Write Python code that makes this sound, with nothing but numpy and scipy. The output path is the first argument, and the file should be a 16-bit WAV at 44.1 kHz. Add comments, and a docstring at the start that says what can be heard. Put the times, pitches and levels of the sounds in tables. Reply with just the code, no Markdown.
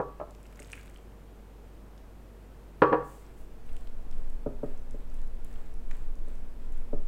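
"""Water pours from a glass onto flour and corn in a ceramic bowl: crackling patter, ringing drops, fine spray.
A wooden spoon folds the damp mix, which rustles as grains of noise and ticks in short noise bursts.
An opening knock, the glass set down later, the rocking bowl and the tapping spoon each strike a bank of
decaying modes over damped noise. Around them lie a small, live kitchen with room tone, hum and whine, some of
which change at 3.6 s, and a low rumble that sets in at 3.2 s."""
import sys
import numpy as np
from scipy import signal
from scipy.fft import rfft, irfft, next_fast_len
from scipy.io import wavfile
from scipy.ndimage import uniform_filter1d

SR = 44100
rng = np.random.default_rng(int(sys.argv[2]) if len(sys.argv) > 2 else 0)


def to_wav(s):
    """Save 16-bit WAV."""
    ch = np.atleast_2d(s).T  # columns
    pcm = np.round(np.clip(ch, -1, 1) * 32767)  # PCM
    wavfile.write(sys.argv[1], SR, pcm.astype(np.int16))


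N = 311787  # length in samples

# tone of the pouring patter: f/Hz, relative level/dB
POUR_SPECTRUM = [(700, -15), (1400, 2), (2300, 2), (3500, -5), (5000, -15), (7800, -6), (10000, -10),
                 (15000, -13)]
# the largest drops, each trapping a bubble: t/s, level/dB, f/Hz, t60/s
LARGE_DROPS = [(0.5922, -37, 2100, .012), (0.6, -38.5, 8140, .016), (0.6218, -36.5, 2680, 0.0074),
               (0.718, -39, 8000, 0.013), (0.7275, -41.5, 9400, 0.027), (0.7321, -26.5, 2440, 0.011),
               (0.737, -40, 2380, 0.042), (0.777, -45, 2120, 0.046), (0.795, -47, 2280, 0.037),
               (0.879, -36, 2420, 0.006), (0.9605, -42, 3070, 0.011)]
# the loudest sticky ticks and crunches of wet flour and kernels: t/s, peak level/dB, f/Hz (centre), t60/s
LOUD_TICKS = [(0.3085, -46, 8050, 0.0096), (0.3497, -50, 5500, .005), (0.6283, -43.5, 8000, 0.01),
              (0.6468, -46, 5000, .005), (0.973, -49, 9000, .006), (1.978, -52.5, 5500, 0.018),
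              (3.691, -54, 3040, .044), (3.766, -47.5, 8900, 0.01), (3.7666, -44.5, 2730, .012),
              (3.873, -45.5, 3500, 0.0071), (4.126, -54, 3000, 0.054), (4.1815, -52, 13070, 0.0046),
              (4.3015, -46, 9100, 0.0034), (4.9098, -44, 7600, 0.0023), (5.143, -47.5, 10100, 0.0052),
              (5.276, -50.5, 9000, 0.0076), (5.4473, -41, 10900, 0.0046), (5.558, -50, 2920, .02),
              (5.911, -39.5, 2070, 0.03), (5.911, -48, 7040, 0.023), (6.155, -50.5, 8500, 0.0071)]
# the spoon's strokes through the mix: t/s (start), length/s, level/dB
SPOON_STROKES = [(3.19, .2, -66), (3.63, .3, -65), (4.07, .33, -67.5), (4.61, .23, -65.5), (4.94, .16, -70),
                 (5.09, .19, -65), (5.39, .42, -64.5), (5.87, .22, -64), (6.24, .19, -65), (6.6, .1, -64),
                 (6.72, .18, -67)]
# tone of the rubbing crumbs: f/Hz, relative level/dB
CRUMB_SPECTRUM = [(600, 12.5), (1700, 12), (3300, 3.5), (4500, -3), (6300, -13), (7900, 3), (10000, -11),
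                  (15000, -5)]
# fingers slide off the glass: t/s (start), length/s, level/dB
FINGER_SLIDES = [(3.02, 0.25, -63.5), (3.36, 0.11, -69.5)]
# tone of skin on glass: f/Hz, relative level/dB
SKIN_SPECTRUM = [(2500, -9.5), (5500, -9), (8000, -0.5), (11000, -6), (15000, -6)]
# something knocks on the table at the start; later the glass is set down:
# t/s, level/dB, f/Hz (brightness), f/Hz (bass cut), f/Hz (modes at rest at the contact)
TABLE_KNOCKS = [(0.0, -26.5, 1010, 30, 320), (2.8196, -12, 3200, 110, 732), (2.9181, -19.5, 654, 280, 950),
                (2.9272, -17.5, 2280, 276, 1305), (2.9311, -22.5, 640, 250, 980)]
# clear modes of the table with the glass on it: f/Hz, relative level/dB, t60/s
TABLE_RING = [(143, -11, .45), (312, -4, .25), (405, -7, .1), (441, -3, .12), (478, -3, .18), (534, 2, .13),
              (585, -7, .14), (650, -12, .1), (732, -6, .17), (794, -7, .17), (914, -8, .16), (971, 1, .15),
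              (1053, -9, .14), (1139, -3, .42), (1202, -4, .16), (1290, -9, .11), (1336, -1, .12),
              (1428, -13, .14), (1653, -17, .15), (1740, -17, .1), (1816, -13, .11), (1985, -32, .25),
              (2056, -28, .06), (2385, -22, .09), (2460, -21, .07), (2573, -24, .06), (2789, -30, .1),
              (3080, -24, .05)]
# the table's dense, quickly damped modes: f/Hz, relative level/dB
TABLE_THUD = [(50, -23.5), (130, -0.5), (240, -3), (450, 5.5), (850, 1.5), (1330, 2.5), (1550, -9),
              (2100, -17), (3000, -22), (3400, -30.5), (5200, -37), (7000, -46), (15000, -50)]
# the bowl rocks on its foot: t/s, level/dB, f/Hz (brightness), f/Hz (bass cut)
BOWL_ROCKS = [(0.6005, -46.5, 900, 150), (4.4617, -28, 990, 82), (4.6315, -29, 860, 69),
              (4.9428, -41.5, 596, 69.5), (6.275, -46.5, 500, 120), (6.93, -31, 890, 79)]
# clear modes of the full bowl on the table: f/Hz, relative level/dB, t60/s
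BOWL_RING = [(140.6, -4, 0.25), (222, -25, 0.031), (253.5, 7, 0.085), (337, -3, 0.16), (403.5, -4, 0.23),
             (433, 4.5, 0.18), (582, 4, 0.12), (605, -6.5, 0.18), (777, -15.5, 0.2), (860, -29, 0.14),
             (1123, -28, 0.19), (1360, -18, .13)]
# the bowl's dense, damped modes: f/Hz, relative level/dB
BOWL_THUD = [(60, 7.5), (230, 10.5), (580, 0.5), (720, 0), (1150, -1.5), (1800, -18), (4000, -32),
             (15000, -33)]
# the bowl rings in the opening knock at 0 s; the resting spoon taps the bowl at 0.199 s, and the last row is #
# the early echo of that tap off a wall or ceiling: t/s, level/dB, f/Hz (brightness), f/Hz (bass cut)
TAPS_AND_ECHO = [(0.0, -29, 1500, 200), (0.199, -32, 2600, 120), (0.2124, -28, 900, 250)]
# clear modes of the bowl under the spoon's taps: f/Hz, relative level/dB, t60/s
TAP_RING = [(305, -8, .13), (450, -14, .09), (598, 0, .12), (684, -9, .13), (834, -8, .12), (930, -8, .1),
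            (1000, -12, .1), (1400, -18, .1), (1630, -17, .08)]
# tone of the still room: f/Hz, relative level/dB (per Hz)
AIR_SPECTRUM = [(15, 9.5), (27, 7), (40, -2.5), (70, 3.5), (110, 2.5), (200, 1), (450, -3.5), (800, -9),
                (1500, -16.5), (2600, -22.5), (4500, -28.5), (6300, -30.5), (8200, -30), (15500, -35.5)]
# hum and whine, some of which stop or start at 3.6 s: f/Hz, rms level/dB, t/s (from), t/s (to)
HUM_AND_WHINE = [(49.5, -50, 0, 8), (95, -65, 0, 8), (236, -63, 3.6, 8), (366, -74, 0, 3.6),
                 (461, -69, 0, 8), (2525, -85, 3.6, 8), (2562, -88, 0, 3.6), (2859, -89, 0, 3.6),
                 (13878, -83, 0, 3.6), (13862, -85, 3.6, 8)]
# tone of the low rumble: f/Hz, relative level/dB
RUMBLE_SPECTRUM = [(3, -51.5), (8, 2), (13, 5), (20, -2), (30, -17.5), (45, -23.5), (70, -41.5),
                   (140, -49.5), (400, -110)]

TIME = np.arange(N) / SR
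RING = TIME[:SR]  # the one-second clock of a single event
# the stream swells as the glass tips, holds full flow briefly and dwindles
POUR_FULL_S, POUR_HOLD_S, POUR_DB = 0.6, 0.25, -64
POUR_RISE_DB_PER_S, POUR_FALL_DB_PER_S = 64.5, 90.5
STROKE_ATTACK = 0.25  # share of a stroke spent building up pressure
RUMBLE_START_S, RUMBLE_RISE_S, RUMBLE_DB, RUMBLE_WAVER_DB = 3.2, 0.7, -29, 1.5
TOP_HZ = 15800  # upper band edge of the recorder


def water(droplet_db=-52, spread_db=5, droplet_hz=2300, octaves=0.42, droplet_t60=0.013, count=24):
    """Large drops ring over the patter of the stream, whose flow also throws droplets and fine spray."""
    flow = pour()
    out = colour(crackle(per_s=380, spread_db=4.0), POUR_SPECTRUM) * flow
    for s, db, hz, t60 in LARGE_DROPS:
        add(out, s, undb(db) * drop(hz, t60))
    for s, size, pitch in scatter(flow, count):
        droplet = drop(droplet_hz * 2 ** (octaves * pitch), droplet_t60)
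        add(out, s, undb(droplet_db + spread_db * size) * droplet)
    spray = snaps(flow, db=-49, spread_db=2.5, hz=8000, octaves=0.6, t60=0.0063, count=13)
    return out + spray


def pour():
    """Gain of the stream over time: it rises, holds and falls in straight lines of dB."""
    early = np.maximum(POUR_FULL_S - TIME, 0)
    late = np.maximum(TIME - POUR_FULL_S - POUR_HOLD_S, 0)
    return undb(POUR_DB - POUR_RISE_DB_PER_S * early - POUR_FALL_DB_PER_S * late)


def drop(hz, t60, splash_db=-8):
    """A drop splashes and rings the bubble that it traps."""
    splash = cut(rng.standard_normal(SR), hz / np.sqrt(2), "high", order=3)
    splash = unit(cut(splash, hz, "low", order=4))
    return 0.59 * bubble(hz, t60) + undb(splash_db) * splash * fade(t60)


def bubble(hz, t60, rise_per_s=7):
    """A bubble rings higher as it nears the surface; the rise is a fraction of its pitch per second."""
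    return np.sin(2 * np.pi * hz * RING * (1 + rise_per_s * RING / 2)) * fade(t60)


def ticks():
    """The damp mix ticks: a few loud snaps, and small ones wherever the spoon presses."""
    pressure = strokes(SPOON_STROKES)
    out = snaps(pressure, db=-51, spread_db=5, hz=7900, octaves=0.4, t60=0.0036, count=22)
    for s, db, hz, t60 in LOUD_TICKS:
        add(out, s, undb(db) * snap(hz, t60))
    return out


def rubbing():
    """Crumbs shear along the spoon; skin slides over glass with a finer grain."""
    crumbs = colour(crackle(per_s=1400, spread_db=3.0), CRUMB_SPECTRUM) * strokes(SPOON_STROKES)
    skin = colour(crackle(per_s=8700, spread_db=3.0), SKIN_SPECTRUM) * strokes(FINGER_SLIDES)
    return crumbs + skin


def strokes(rows):
    """Pressure over time: each stroke builds up and eases off in one arch."""
    pressure = np.zeros(N)
    for s, length, db in rows:
        corners = [s, s + STROKE_ATTACK * length, s + length]
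        pressure += undb(db) * np.sin(np.interp(TIME, corners, [0, np.pi / 2, np.pi]))
    return pressure


def snap(hz, t60):
    """A wet film breaks or a kernel crunches: a short, broad burst with peak 1."""
    burst = cut(rng.standard_normal(SR) * fade(t60), hz * 1.05, "high")
    burst = cut(burst, hz * 0.96, "low", order=3)
    return burst / np.abs(burst).max()


def snaps(activity, db, spread_db, hz, octaves, t60, count):
    """Many small snaps of varied size and pitch that follow an activity."""
    out = np.zeros(N)
    for s, size, pitch in scatter(activity, count):
        add(out, s, undb(db + spread_db * size) * snap(hz * 2 ** (octaves * pitch), t60))
    return out


def table():
    """Something knocks at the start; later the glass lands on one edge and settles flat, and the table booms."""
    response = struck(TABLE_RING, TABLE_THUD, body_db=-10.5, body_t60=0.049,
                      crack_db=5.5, crack_t60=0.038, echo_s=0.0135, echo_db=-4.5)
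    return sum(blows([blow], node(response, node_hz)) for *blow, node_hz in TABLE_KNOCKS)


def node(x, hz, depth_db=-9, sharpness=3.9):
    """Modes that stand still at the point of contact are hardly excited: a partial notch."""
    b, a = signal.iirnotch(hz, sharpness, fs=SR)
    return undb(depth_db) * x + (1 - undb(depth_db)) * signal.lfilter(b, a, x)


def bowl():
    """The bowl tips under the spoon and its foot comes down, muffled by the mix."""
    response = struck(BOWL_RING, BOWL_THUD, body_db=-14, body_t60=0.13,
                      crack_db=-4, crack_t60=0.028, echo_s=0.0117, echo_db=-1)
    return blows(BOWL_ROCKS, response)


def spoon():
    """The bowl rings in the opening knock; then a light tap of wood, with an early echo, rings it over the
    table's damped body."""
    response = struck(TAP_RING, TABLE_THUD, body_db=-13, body_t60=0.09,
                      crack_db=-3, crack_t60=0.025, echo_s=0.0135, echo_db=-5)
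    return blows(TAPS_AND_ECHO, response)


def struck(modes, body, body_db, body_t60, crack_db, crack_t60, echo_s, echo_db):
    """Response to one blow: clear modes over a mass of damped ones, whose attack a near wall throws back."""
    # each mode shape points up or down at the point of contact
    signs = np.sign(np.cos(1.9 * np.arange(len(modes))))
    clear = np.zeros(SR)
    for sign, (hz, db, t60) in zip(signs, modes):
        clear += sign * undb(db) * np.sin(2 * np.pi * hz * RING) * fade(t60)
    attack = undb(crack_db) * fade(crack_t60)
    shape = undb(body_db) * fade(body_t60) + attack
    add(shape, echo_s, undb(echo_db) * attack)
    damped = colour(shape * rng.standard_normal(SR), body)
    return 0.5 * clear + damped


def blows(rows, response):
    """Play a response at each row; a soft contact loses treble, a light one loses bass."""
    out = np.zeros(N)
    for s, db, bright_hz, bass_hz in rows:
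        softened = cut(response, bright_hz, "low")
        add(out, s, undb(db) * cut(softened, bass_hz, "high", order=1))
    return out


def kitchen(x, wet_db, t60=0.43):
    """Direct sound plus the diffuse ring of hard walls, duller than the source."""
    wall_spectrum = [(60, -8.5), (300, -1.5), (1200, 1), (3000, -2.5), (8000, 3), (15000, -25.5)]  # f/Hz, dB
    tail = colour(rng.standard_normal(SR), wall_spectrum) * fade(t60)
    tail = tail * np.clip(RING / 0.012 - 0.5, 0, 1)  # silent for 6 ms, full at 18 ms
    tail = tail / np.sqrt(np.sum(tail ** 2))
    return x + undb(wet_db) * signal.fftconvolve(x, tail)[:N]


def background(air_db=-53.5, drift=0.18):
    """Noise for room tone and rumble; sines of wandering phase (drift in radians) for hum and whine."""
    air = colour(rng.standard_normal(N), AIR_SPECTRUM) * undb(air_db)
    hum = np.zeros(N)
    for hz, db, start, end in HUM_AND_WHINE:
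        running = uniform_filter1d(1. * ((TIME >= start) & (TIME < end)), size=2000)
        tone = np.sqrt(2) * np.sin(2 * np.pi * hz * TIME + drift * walk(12.0))
        hum += running * undb(db) * tone
    onset = np.clip((TIME - RUMBLE_START_S) / RUMBLE_RISE_S, 0, 1)
    level = undb(RUMBLE_DB + RUMBLE_WAVER_DB * walk(3.2))
    rumble = unit(colour(rng.standard_normal(N), RUMBLE_SPECTRUM)) * onset * level
    return air + hum + rumble


def undb(db):
    """Decibels to gain."""
    return 10 ** (np.asarray(db) / 20)


def unit(x):
    """Scale to rms 1."""
    return x / np.sqrt(np.mean(x ** 2))


def fade(t60):
    """One second of exponential decay that falls 60 dB in t60 seconds."""
    return np.exp(-np.log(1000) * RING / t60)


def colour(x, points):
    """Causal minimum-phase filter with a smooth (f/Hz, level/dB) spectrum; white noise keeps its power."""
    hz, db = np.transpose(points)
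    size = 2 * next_fast_len(len(x))
    bins_hz = np.maximum(np.fft.rfftfreq(size, 1 / SR), 1)
    gain = unit(undb(np.interp(np.log(bins_hz), np.log(hz), db)))
    # folding the cepstrum forward in time makes the filter causal
    cepstrum = irfft(np.log(gain))
    cepstrum[1:size // 2] *= 2
    cepstrum[size // 2 + 1:] = 0
    return irfft(rfft(x, size) * np.exp(rfft(cepstrum)))[:len(x)]


def cut(x, hz, kind, order=2):
    """Butterworth low-pass or high-pass."""
    sos = signal.butter(order, min(hz, SR / 2 - 1000), kind, fs=SR, output="sos")
    return signal.sosfilt(sos, x)


def walk(rate):
    """Slow random wander with rms near 1: smoothed random steps, rate per second."""
    k = int(SR / rate)
    steps = np.repeat(rng.standard_normal(N // k + 1), k)
    return unit(uniform_filter1d(steps, k)[:N])


def crackle(per_s, spread_db):
    """Tiny clicks at random moments, mostly small and a few large, at rms 1."""
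    sizes = undb(spread_db * np.minimum(rng.exponential(size=N), 4))
    present = rng.random(N) < per_s / SR
    return unit(present * sizes * rng.choice([-1, 1], N))


def scatter(activity, count):
    """Random events, crowded where activity is high: rows of t/s, size and pitch deviates from -1 to 1."""
    chance = rng.random((count, 3))
    share = (np.arange(count) + chance[:, 0]) / count
    times = np.interp(share, np.cumsum(activity) / np.sum(activity), TIME)
    return np.column_stack([times, 2 * chance[:, 1:] - 1])


def add(track, s, sound):
    """Mix a sound into the track at time s, in seconds."""
    i = max(int(s * SR), 0)
    track[i:i + len(sound)] += sound[:len(track) - i]


def scene():
    """Every contact and splash sounds into the same room, over the background."""
    pouring = kitchen(water(), wet_db=-12.0)
    stirring = kitchen(ticks() + rubbing(), wet_db=-11.0)
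    heavy = kitchen(table(), wet_db=-12.5)
    dull = kitchen(bowl() + spoon(), wet_db=-12.5)
    return (pouring + stirring + heavy + dull + background())[None]


def record(dry):
    """The recorder rounds the highest peaks and cuts the top."""
    rounded = 0.9 * np.tanh(dry / 0.86)
    low_pass = signal.ellip(10, 0.1, 80, TOP_HZ, fs=SR, output="sos")
    return signal.sosfilt(low_pass, rounded)


dry = scene()
out = record(dry)
to_wav(out)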